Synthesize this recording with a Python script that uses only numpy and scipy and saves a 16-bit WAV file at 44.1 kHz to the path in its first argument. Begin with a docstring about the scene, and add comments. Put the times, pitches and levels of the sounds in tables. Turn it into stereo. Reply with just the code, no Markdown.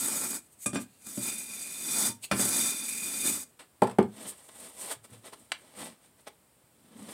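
"""A steel bar hisses, sings and grinds over damp sand in three strokes and knocks on a wooden frame;
then a plywood board drops with a rattle and is rubbed and nudged into its bed, in a small quiet workshop.
The perforated angle bar shaves the sand level: random grain clicks drive its modes and shake the frame.
Blows are decaying modes and noise bursts; pushes of the board are swells of grain noise.
Diffuse wall echoes and a steady air noise lie behind."""
import sys
import numpy as np
from scipy import signal
from scipy.fft import rfft
from scipy.io import wavfile

SR = 44100
rng = np.random.default_rng(int(sys.argv[2]) if len(sys.argv) > 2 else 0)


def inscribe(sig):
    """Save sig as 16-bit PCM at rate SR to the path in sys.argv[1].

    A 1-D sig is mono; a 2-D sig holds one channel per row.
    Samples are clipped to [-1, 1] before scaling.
    """
    pcm = np.round(np.clip(np.atleast_2d(sig).T, -1, 1) * 32767)
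    wavfile.write(sys.argv[1], SR, pcm.astype(np.int16))


N = 314433
TIME = np.arange(N) / SR
RING_TIME = TIME[:SR // 2]
HEAP_FLANGE_DB = -14.5  # muffling by a full heap of sand

# steel bar modes: f/Hz, relative level scraped/dB, relative level struck/dB, t60 struck/s
BAR_MODES = [(1190, -28, -13, 0.14), (1620, -21, -12, 0.16), (2444, -12.5, -6, 0.096),
             (3585, 2, -11.5, 0.1), (4070, -7, -31, 0.015), (4750, -0.5, -13, 0.064),
             (5674, -2.5, -8.5, 0.044), (6240, -5, -15, 0.065), (7180, -27, -10.5, .11),
             (7530, -30, -14, 0.12), (8010, -4, -31, 0.078), (8380, -22, -24, .12), (9300, -18, -24, 0.12),
             (9010, 1.5, -26, 0.083), (9600, 1, -14, 0.17), (10150, -2, -21, .12)]
# sand-filled frame modes: f/Hz, relative level/dB, t60/s
FRAME_MODES = [(122.2, -12.5, 0.23), (205, -2, 0.083), (247, -5, 0.076), (310, 0.5, 0.038),
               (380, -7.5, 0.031), (583, -15, 0.09), (728, -23, 0.062), (1345, -27, 0.04)]
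# plywood board modes: f/Hz, relative level/dB, t60 off the sand/s
BOARD_MODES = [(111.3, -15.5, 0.73), (138.5, -13, .25), (210.6, -2, 0.13), (288.7, -8, 0.042),
               (384, 1.5, 0.083), (456.4, -10, 0.21), (498, -13, 0.15), (613, -3.5, .1), (652, -17.5, .11),
               (708, -11.5, 0.17), (816, 2.5, 0.078), (885, -7.5, .08), (992, -10, 0.067),
               (1076, -16, 0.075), (1950, -18.5, .09), (3070, -11, .08)]
# spectrum of sand hiss under the bar: f/Hz, relative level per Hz/dB
BAR_HISS_SPECTRUM = [(2000, -17), (3200, -16.5), (5600, -15), (6600, -5), (7300, -4.5), (8000, 3.5),
                     (8600, 3), (9400, -1), (10300, -4), (11900, -8), (14000, -7.5), (15800, -23)]
# spectrum of the rumble of rubbing: f/Hz, relative level per Hz/dB
RUMBLE_SPECTRUM = [(30, -33), (70, -23.5), (105, -6), (155, -9), (225, 5.5), (290, -4), (400, -12.5),
                   (600, -25.5), (1500, -62)]
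# spectrum of dense wood modes: f/Hz, relative level per Hz/dB
WOOD_SPECTRUM = [(40, -29), (80, -10), (130, -6.5), (250, -4), (450, 1.5), (900, 1.5), (1250, -5.5),
                 (1600, -9), (2000, -14), (3000, -23), (5000, -38), (12000, -48.5)]
# spectrum of crushed grit: f/Hz, relative level per Hz/dB
GRIT_SPECTRUM = [(200, 2), (1000, 1), (2700, -3.5), (4200, -5), (6500, -15), (8400, 2), (10500, -9.5),
                 (15500, -23.5)]


def bar_scrape():
    """Grains hiss under the edge, ring the steel and shake the frame."""
    # bar brushing the sand in passing: t/s, half length/s, hiss level/dB, edge rasp level/dB
    brushes = [(0.45, .05, -62.5, -83), (0.53, .015, -57, -84), (0.635, 0.031, -43, -75),
               (0.818, .02, -45, -59), (0.94, 0.09, -68, -71), (2.244, 0.014, -37, -43.5)]
    # bare edge rasp spectrum: f/Hz, relative level per Hz/dB
    edge_spectrum = [(300, -6), (2000, -13), (2550, 6), (3200, -4), (4400, 3), (5500, -12), (9000, -16)]
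    # frame rasp spectrum: f/Hz, relative level per Hz/dB
    rasp_spectrum = [(280, 1), (480, 0.5), (720, 0.5), (950, -1), (1350, 1.5), (1900, -6), (2700, -26),
                     (5000, -2), (9000, -31)]
    flange_hz = 2445  # strong low resonance of the bar, damped by the sand
    hiss_gain, steel_gain, flange_gain, rasp_gain, rumble_gain = bar_levels()
    brush_gain, edge_gain = swells(brushes)
    fine = grains(per_s=14000, size_db=3.0, judder_db=2.0, judder_rate_hz=130)
    coarse = grains(per_s=3000, size_db=-0.5, judder_db=1.83, judder_rate_hz=70)

    muffled_db = HEAP_FLANGE_DB * heap_size()
    steel = 0
    for hz, scraped_db, _, t60_s in BAR_MODES:
        # the higher a mode, the less the heap muffles it
        mode_gain = from_db(scraped_db + muffled_db * (flange_hz / hz) ** 1.58)
        steel = steel + mode_gain * rubbed_mode(coarse, hz, 0.77 * t60_s)

    hiss = colour(dense_modes(fine, t60_s=0.046, share_db=-2.5), BAR_HISS_SPECTRUM)
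    edge = colour(coarse, edge_spectrum)
    flange = rubbed_mode(coarse, flange_hz, t60_s=0.029, swell_db=-5.5)
    frame = through_body(dense_modes(coarse, t60_s=0.083, share_db=-7.5), FRAME_MODES,
                         lift_db=-6.5, widen=0.77)
    lumps = from_db(1.9 * drift(rate_hz=35))  # lumps in the sand make the rasp uneven
    rasp = lumps * colour(frame, rasp_spectrum)
    rumble = colour(coarse, RUMBLE_SPECTRUM)
    return ((hiss_gain + brush_gain) * hiss + edge_gain * edge + steel_gain * steel
            + flange_gain * flange + rasp_gain * rasp + rumble_gain * rumble)


def bar_levels():
    """Drag and the heap of sand set hiss, ring, flange, rasp and rumble, each by its own law."""
    # drag in each stroke (away, back, away): t/s, sand hiss level/dB
    strokes = [
        [(0.0, -34.5), (0.012, -31.5), (0.168, -32.5), (0.366, -35), (0.42, -70)],
        [(1.02, -58.5), (1.06, -50.5), (1.068, -44), (1.122, -45), (1.266, -34), (1.474, -44.5), (1.544, -41.5),
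         (1.762, -41.5), (1.996, -28), (2.082, -29.5), (2.17, -63.5)],
        [(2.33, -53), (2.342, -43.5), (2.404, -26.5), (2.488, -31.5), (2.56, -28), (2.708, -31.5), (2.736, -37),
         (3.114, -36), (3.238, -32.5), (3.284, -26), (3.434, -42), (3.454, -69), (3.5, -67)],
    ]
    # how freely the grip lets the steel ring: t/s, level/dB
    grip = [(0.05, -1), (0.3, -6), (1.2, 0.5), (1.8, 3), (2.06, 6.5), (2.4, 5), (2.65, 5), (2.8, 2.5),
            (3.3, -1.5)]
    usual_drag_db = -33.5
    drag = sum(stroke_drag(rows) for rows in strokes)
    heap = heap_size()
    grip_gain = from_db(np.interp(TIME, *np.transpose(grip)))

    def follow(usual_db, db_per_drag_db, full_heap_db):
        """Gain of a layer: a power of the drag, offset by the heap."""
        return from_db(usual_db + full_heap_db * heap) * (drag / from_db(usual_drag_db)) ** db_per_drag_db

    steel = grip_gain * follow(-49.5, 1.06, 0)
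    flange = follow(-44.5, 0.83, HEAP_FLANGE_DB)
    rasp = follow(-52, 1.04, 7)  # a full heap grinds harder
    rumble = follow(-52, 0.97, 1)
    return drag, steel, flange, rasp, rumble


def stroke_drag(rows, fade_s=0.02):
    """Drag of one stroke as a gain; it dies quickly outside the stroke."""
    s, db = np.transpose(rows)
    outside_s = np.maximum(np.maximum(s[0] - TIME, TIME - s[-1]), 0)
    return from_db(np.interp(TIME, s, db)) * np.exp(-np.minimum(outside_s / fade_s, 20))


def heap_size():
    """Size of the heap of sand ahead of the edge, 0-1."""
    # t/s, size/0-1
    heap_rows = [(0.3, 0.83), (1.1, 0.37), (1.6, 0.2), (1.9, 0.54), (2.05, 0.73), (2.4, 1), (2.6, 0.6),
                 (2.76, 0.1), (3.27, 0.29), (3.42, 0.52)]
    return np.interp(TIME, *np.transpose(heap_rows))


def bar_knocks():
    """Each touch rings the bar, thumps the frame and clatters; the bar hums on as it leaves the frame."""
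    # bar meets frame: t/s, steel ring level/dB, frame thud level/dB, clatter level/dB, clash level/dB
    knock_rows = [(0.6594, -26.5, -25.5, -32, -20), (.731, -44, -25.5, -37.5, -39),
                  (0.7443, -36, -26, -38, -32.5), (.756, -31, -23.5, -29.5, -51),
                  (.767, -32.5, -31.5, -37.5, -54), (.785, -60, -30.5, -40, -47),
                  (1.066, -45, -43, -53, -51), (1.173, -52, -24, -44, -50), (2.091, -42, -33.5, -52, -39),
                  (2.3125, -25.5, -45, -21, -32.5), (2.318, -45, -25, -22, -45),
                  (2.333, -49, -22, -33, -51), (2.394, -53, -23.5, -29.5, -43),
                  (2.452, -57, -26.5, -38, -42), (2.699, -49, -55, -60, -36), (3.016, -60, -42, -67, -42)]
    # clatter spectrum: f/Hz, relative level per Hz/dB
    clatter_spectrum = [(80, 2), (150, -13), (260, 6), (450, 1.5), (720, 2.5), (950, -6), (1350, 2),
                        (2000, -7), (3000, -9.5), (5500, -15.5), (8500, -33), (15000, -27)]
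    # hum of the lifted bar: f/Hz, level/dB, t60/s
    lift_modes = [(109, -43, .4), (920, -42.5, .14)]
    out = np.zeros(N)
    for s, steel_db, thud_db, clatter_db, clash_db in knock_rows:
        luck_db = rng.normal(0, 2.0, len(BAR_MODES))  # each blow excites the modes differently
        struck_modes = [(hz, db + own_db, t60_s)
                        for (hz, _, db, t60_s), own_db in zip(BAR_MODES, luck_db)]
        steel = ring(struck_modes, rise_s=0.0017)
        thud = ring(FRAME_MODES, rise_s=0.0039)
        clatter = burst(clatter_spectrum, t60_s=0.067, rise_s=0.00058)
        clash = burst(BAR_HISS_SPECTRUM, t60_s=0.07, rise_s=0.0022, focus=(8200, 0.35))
        add(out, s, from_db([steel_db, thud_db, clatter_db, clash_db]) @ [steel, thud, clatter, clash])
    add(out, 2.09, ring(lift_modes, rise_s=0.0033))
    return out


def board_blows():
    """The board rings and pushes the frame down until the sand damps both; grit cracks; hands bump it."""
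    # board lands on one edge, then falls flat: t/s, ring level/dB, strongest f/Hz, spread/octaves,
    # delay until damped/s, frame thud level/dB, dense ring level/dB, grit level/dB
    landings = [(3.8196, -10, 650, .8, 0.092, -17.5, -19.5, -25),
                (3.9851, -6.5, 280, 0.68, 0.041, -33.5, -17.5, -30)]
    # hands press and bump the board: t/s, level/dB, strongest f/Hz, spread/octaves
    bumps = [(4.96, -38.5, 112, .25), (5.113, -32, 105, 0.24), (5.255, -43, 470, .3),
             (6.268, -40.5, 1100, 1.3), (7.027, -35, 215, 0.22)]
    sand_t60_s, crunch_db = 0.07, -41.5
    out = np.zeros(N)
    for s, ring_db, centre_hz, octaves, free_s, thud_db, dense_db, grit_db in landings:
        board = from_db(ring_db) * board_ring(centre_hz, octaves)
        thud = from_db(thud_db) * ring(FRAME_MODES, rise_s=0.0037)
        damping = from_db(-60 * np.maximum(RING_TIME - free_s, 0) / sand_t60_s)
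        dense = from_db(dense_db) * burst(WOOD_SPECTRUM, t60_s=0.071, rise_s=0.0011)
        grit = from_db(grit_db) * burst(GRIT_SPECTRUM, t60_s=0.023, rise_s=0.0004)
        add(out, s, (board - thud) * damping + dense + grit)
        # grit crushed as the sand catches the board
        add(out, s + free_s, from_db(crunch_db) * burst(GRIT_SPECTRUM, t60_s=0.03, rise_s=0.001))
    for s, db, centre_hz, octaves in bumps:
        add(out, s, from_db(db) * board_ring(centre_hz, octaves))
    return out


def board_ring(centre_hz, octaves):
    """Where the board is struck decides which of its modes speak."""
    free_share = 0.71  # share of the free ring time
    modes = [(hz, db + bell_db(hz, centre_hz, octaves), free_share * t60_s) for hz, db, t60_s in BOARD_MODES]
    return ring(modes, rise_s=0.0035)


def board_rattle(count=4):
    """The edge chatters on the gritty frame, ever faster and weaker, before the board falls flat."""
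    s, gap_s, gap_shrink, loss_db = 3.833, 0.038, 0.66, 5
    out = np.zeros(N)
    for k in range(count):
        wood = from_db(-30.5) * burst(WOOD_SPECTRUM, t60_s=0.08, rise_s=0.0011)
        grit = from_db(-34) * burst(GRIT_SPECTRUM, t60_s=0.05, rise_s=0.00036)
        add(out, s, from_db(-k * loss_db) * (wood + grit))
        s += gap_s * gap_shrink ** k
    return out


def board_slide():
    """Grains roll over the sand bed with each push of the board."""
    # pushes: t/s, half length/s, then relative levels of hiss/dB, rasp/dB, rumble/dB
    pushes = [(4.235, 0.074, -48.5, -48, -50), (4.289, 0.017, -37, -89, -82), (4.42, 0.17, -58, -64, -94),
              (4.492, 0.0063, -58, -53.5, -57), (4.635, 0.075, -46.5, -52.5, -58),
              (4.84, 0.057, -38.5, -46.5, -55), (4.916, 0.019, -38, -38, -76),
              (5.051, .012, -51, -55.5, -66), (5.143, 0.05, -58, -59, -58), (5.271, 0.022, -45, -48, -58),
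              (5.335, 0.01, -53, -50.5, -58), (5.404, 0.055, -60, -66.5, -61),
              (5.67, 0.15, -62.5, -63, -68), (5.805, .04, -48, -47, -52), (5.86, 0.051, -50, -49.5, -50.5),
              (6.05, .04, -64.5, -65, -78), (6.2, 0.03, -64.5, -68, -85), (6.278, 0.0081, -47, -42, -53),
              (6.9, 0.13, -69, -67.5, -61.5), (7.0, 0.024, -56.5, -69, -48), (7.12, 0.079, -48.5, -49, -47)]
    # board hiss spectrum: f/Hz, relative level per Hz/dB
    hiss_spectrum = [(3000, -16.5), (6500, -13.5), (7500, -4.5), (8500, 2), (9300, 0), (10500, -9),
                     (13000, -11.5), (15800, -23)]
    # board rasp spectrum: f/Hz, relative level per Hz/dB
    rasp_spectrum = [(200, -29), (400, -6), (520, -1), (700, -6), (1100, -6), (1500, -8), (2100, -6.5),
                     (2600, -10), (3300, -6.5), (4300, -11), (6500, -16.5), (10000, -36)]
    hiss_gain, rasp_gain, rumble_gain = swells(pushes)
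    fine = grains(per_s=7200, size_db=2.0, judder_db=2.5, judder_rate_hz=66)
    coarse = grains(per_s=3000, size_db=-0.5, judder_db=2.0, judder_rate_hz=71)
    board = through_body(dense_modes(coarse, t60_s=0.067, share_db=-13.5), BOARD_MODES,
                         lift_db=-1, widen=1.26)
    return (from_db(-0.84) * hiss_gain * colour(fine, hiss_spectrum)
            + rasp_gain * colour(board, rasp_spectrum)
            + from_db(-1.5) * rumble_gain * colour(coarse, RUMBLE_SPECTRUM))


def taps():
    """Small dry contacts on the sandy wood: focused grit bursts."""
    # t/s, level/dB, favoured f/Hz, spread/octaves, t60/s
    tap_rows = [(3.59, -40.5, 1307, 2.8, 0.14), (5.041, -53, 3000, 1.3, 0.062),
                (5.33, -40.5, 870, 0.53, 0.041), (5.518, -16.5, 2600, 1.06, 0.024),
                (6.268, -43.5, 1100, 2.4, 0.053), (6.986, -48, 400, 1.4, 0.1)]
    out = np.zeros(N)
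    for s, db, centre_hz, octaves, t60_s in tap_rows:
        touch = burst(GRIT_SPECTRUM, t60_s, rise_s=0.056 * t60_s, focus=(centre_hz, octaves))
        add(out, s, from_db(db) * touch)
    return out


def workshop(x, build_s=0.0053):
    """Diffuse wall echoes as decaying noise in eight bands; the highest treble dies first."""
    # workshop reverberation: f/Hz, t60/s
    room_t60 = [(125, 0.29), (500, 0.17), (2000, 0.2), (8000, 0.15), (16000, 0.09)]
    tail = 0
    edges_hz = np.geomspace(60, 16000, 9)
    for low_hz, high_hz in zip(edges_hz, edges_hz[1:]):
        sos = signal.butter(2, [low_hz, high_hz], "band", fs=SR, output="sos")
        band = signal.sosfilt(sos, rng.standard_normal(len(RING_TIME)))
        t60_s = at_hz(room_t60, np.sqrt(low_hz * high_hz))
        tail = tail + band * decay(t60_s, build_s)
    return convolve_unit(x, tail)


def workshop_air():
    """Steady noise of the quiet room."""
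    # f/Hz, relative level per Hz/dB
    air_spectrum = [(15, -61.5), (25, -22.5), (55, -2), (130, -0.5), (220, -4), (316, -5), (572, -8),
                    (857, -10.5), (1510, -14.5), (5520, -21), (6200, -24), (8400, -11.5), (11000, -18.5),
                    (15800, -20)]
    return from_db(-64.5) * colour(rng.standard_normal(N), air_spectrum)


def grains(per_s, size_db, judder_db, judder_rate_hz):
    """Sand grains slipping: random clicks of uneven size, bunched by stick and slip."""
    sizes = from_db(size_db * np.minimum(rng.exponential(1, N), 4)) * rng.choice([-1, 1], N)
    slips = rng.random(N) < per_s / SR
    return sizes * slips * from_db(judder_db * drift(judder_rate_hz))


def rubbed_mode(force, hz, t60_s, waver=0.0024, swell_db=0.5):
    """One mode under a travelling contact, which bends its pitch a little and feeds it unevenly."""
    bent_hz = hz * (1 + waver * drift(rate_hz=21.0))
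    turn = np.exp(2j * np.pi * np.cumsum(bent_hz) / SR)
    loss = from_db(-60 / (t60_s * SR))  # gain per sample
    # resonate at 0 Hz in the turning frame, then turn back up
    mode = (turn * signal.lfilter([1], [1, -loss], force * turn.conj())).real
    return rms_one(mode) * from_db(swell_db * drift(rate_hz=6.09))


def dense_modes(x, t60_s, share_db):
    """A crowd of weak, close resonances gives a rubbed body its fine, fixed colour."""
    tail = rng.standard_normal(len(RING_TIME)) * decay(t60_s, rise_s=0.0005)
    return x + from_db(share_db) * convolve_unit(x, tail)


def through_body(x, modes, lift_db, widen):
    """Rubbing stands out at the body's own modes, their widths scaled by the pressure of the contact."""
    peaks = 0
    for hz, _, t60_s in modes:
        width_hz = widen * np.log(1000) / (np.pi * t60_s)
        peaks = peaks + signal.lfilter(*signal.iirpeak(hz, hz / width_hz, fs=SR), x)
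    return x + from_db(lift_db) * peaks


def swells(rows):
    """Short rubs (t/s, half length/s, levels/dB) as one gain curve for each level column."""
    gains = 0
    for s, half_s, *levels_db in rows:
        # exponent 1 is a pointed swell, 2 a rounded one
        shape = np.exp(-np.minimum(np.abs((TIME - s) / half_s) ** 1.56, 20))
        gains = gains + from_db(levels_db)[:, None] * shape
    return gains


def ring(modes, rise_s):
    """Struck modes (f/Hz, level/dB, t60/s), neighbours in opposite sign."""
    out = 0
    for k, (hz, db, t60_s) in enumerate(modes):
        tone = np.sin(2 * np.pi * hz * RING_TIME) * decay(t60_s, rise_s)
        out = out + (-1) ** k * from_db(db) * tone
    return out


def burst(spectrum, t60_s, rise_s, focus=None):
    """A crowd of modes too dense to tell apart, dying together."""
    return colour(rng.standard_normal(len(RING_TIME)), spectrum, focus) * decay(t60_s, rise_s)


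def decay(t60_s, rise_s):
    """Envelope of a blow: builds during the contact, then dies away."""
    return from_db(-60 * RING_TIME / t60_s) * (1 - np.exp(-RING_TIME / rise_s))


def colour(x, spectrum, focus=None):
    """Shape x by a spectrum, closed at the low end, and optionally a (f/Hz, octaves) focus; rms 1."""
    hz = np.fft.rfftfreq(len(x), 1 / SR)
    db = at_hz(spectrum, hz)
    if focus:
        db = db + bell_db(hz, *focus)
    low_end = np.minimum(hz / spectrum[0][0], 1) ** 2
    return rms_one(np.fft.irfft(rfft(x) * from_db(db) * low_end, len(x)))


def bell_db(hz, centre_hz, octaves):
    """A blow favours the pitches around its centre; 3 dB down at the given distance in octaves."""
    distance = np.log2(np.maximum(hz, 1) / centre_hz) / octaves
    return -10 * np.log10(1 + distance ** 4)


def at_hz(points, hz):
    """Read a table on a log-frequency axis."""
    f, value = np.transpose(points)
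    return np.interp(np.log(np.maximum(hz, 1)), np.log(f), value)


def drift(rate_hz):
    """Slow chance: straight lines between normal random knots, rate_hz knots a second."""
    knots = rng.standard_normal(N // 20)
    return np.interp(TIME * rate_hz, np.arange(len(knots)), knots)


def convolve_unit(x, tail):
    """Convolve with a tail scaled to unit energy."""
    return signal.fftconvolve(x, tail / np.sqrt(np.sum(tail ** 2)))[:N]


def add(track, s, sound):
    """Mix a sound into a track at a time in seconds."""
    start = int(s * SR)
    track[start:start + len(sound)] += sound[:N - start]


def rms_one(x):
    """Scale to rms 1."""
    return x / np.sqrt(np.mean(x ** 2) + 1e-20)


def from_db(db):
    """Decibels to gain."""
    return 10 ** (np.asarray(db) / 20)


def scene():
    """Direct sounds, their echoes and the air, alike in both channels."""
    rubbing = bar_scrape() + board_slide()
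    knocks = bar_knocks() + board_blows() + board_rattle()
    ticks = taps()
    room = workshop(from_db(-14.0) * rubbing + from_db(-9) * knocks + from_db(-13) * ticks)
    return np.tile(rubbing + knocks + ticks + room + workshop_air(), (2, 1))


def record(dry):
    """The microphone loses the deep bass; the top is cut steeply."""
    mic_low_hz, cutoff_hz = 65, 15850
    thin = signal.sosfilt(signal.butter(2, mic_low_hz, "high", fs=SR, output="sos"), dry)
    return signal.sosfilt(signal.ellip(12, 0.1, 80, cutoff_hz, fs=SR, output="sos"), thin)


dry = scene()
out = record(dry)
inscribe(out)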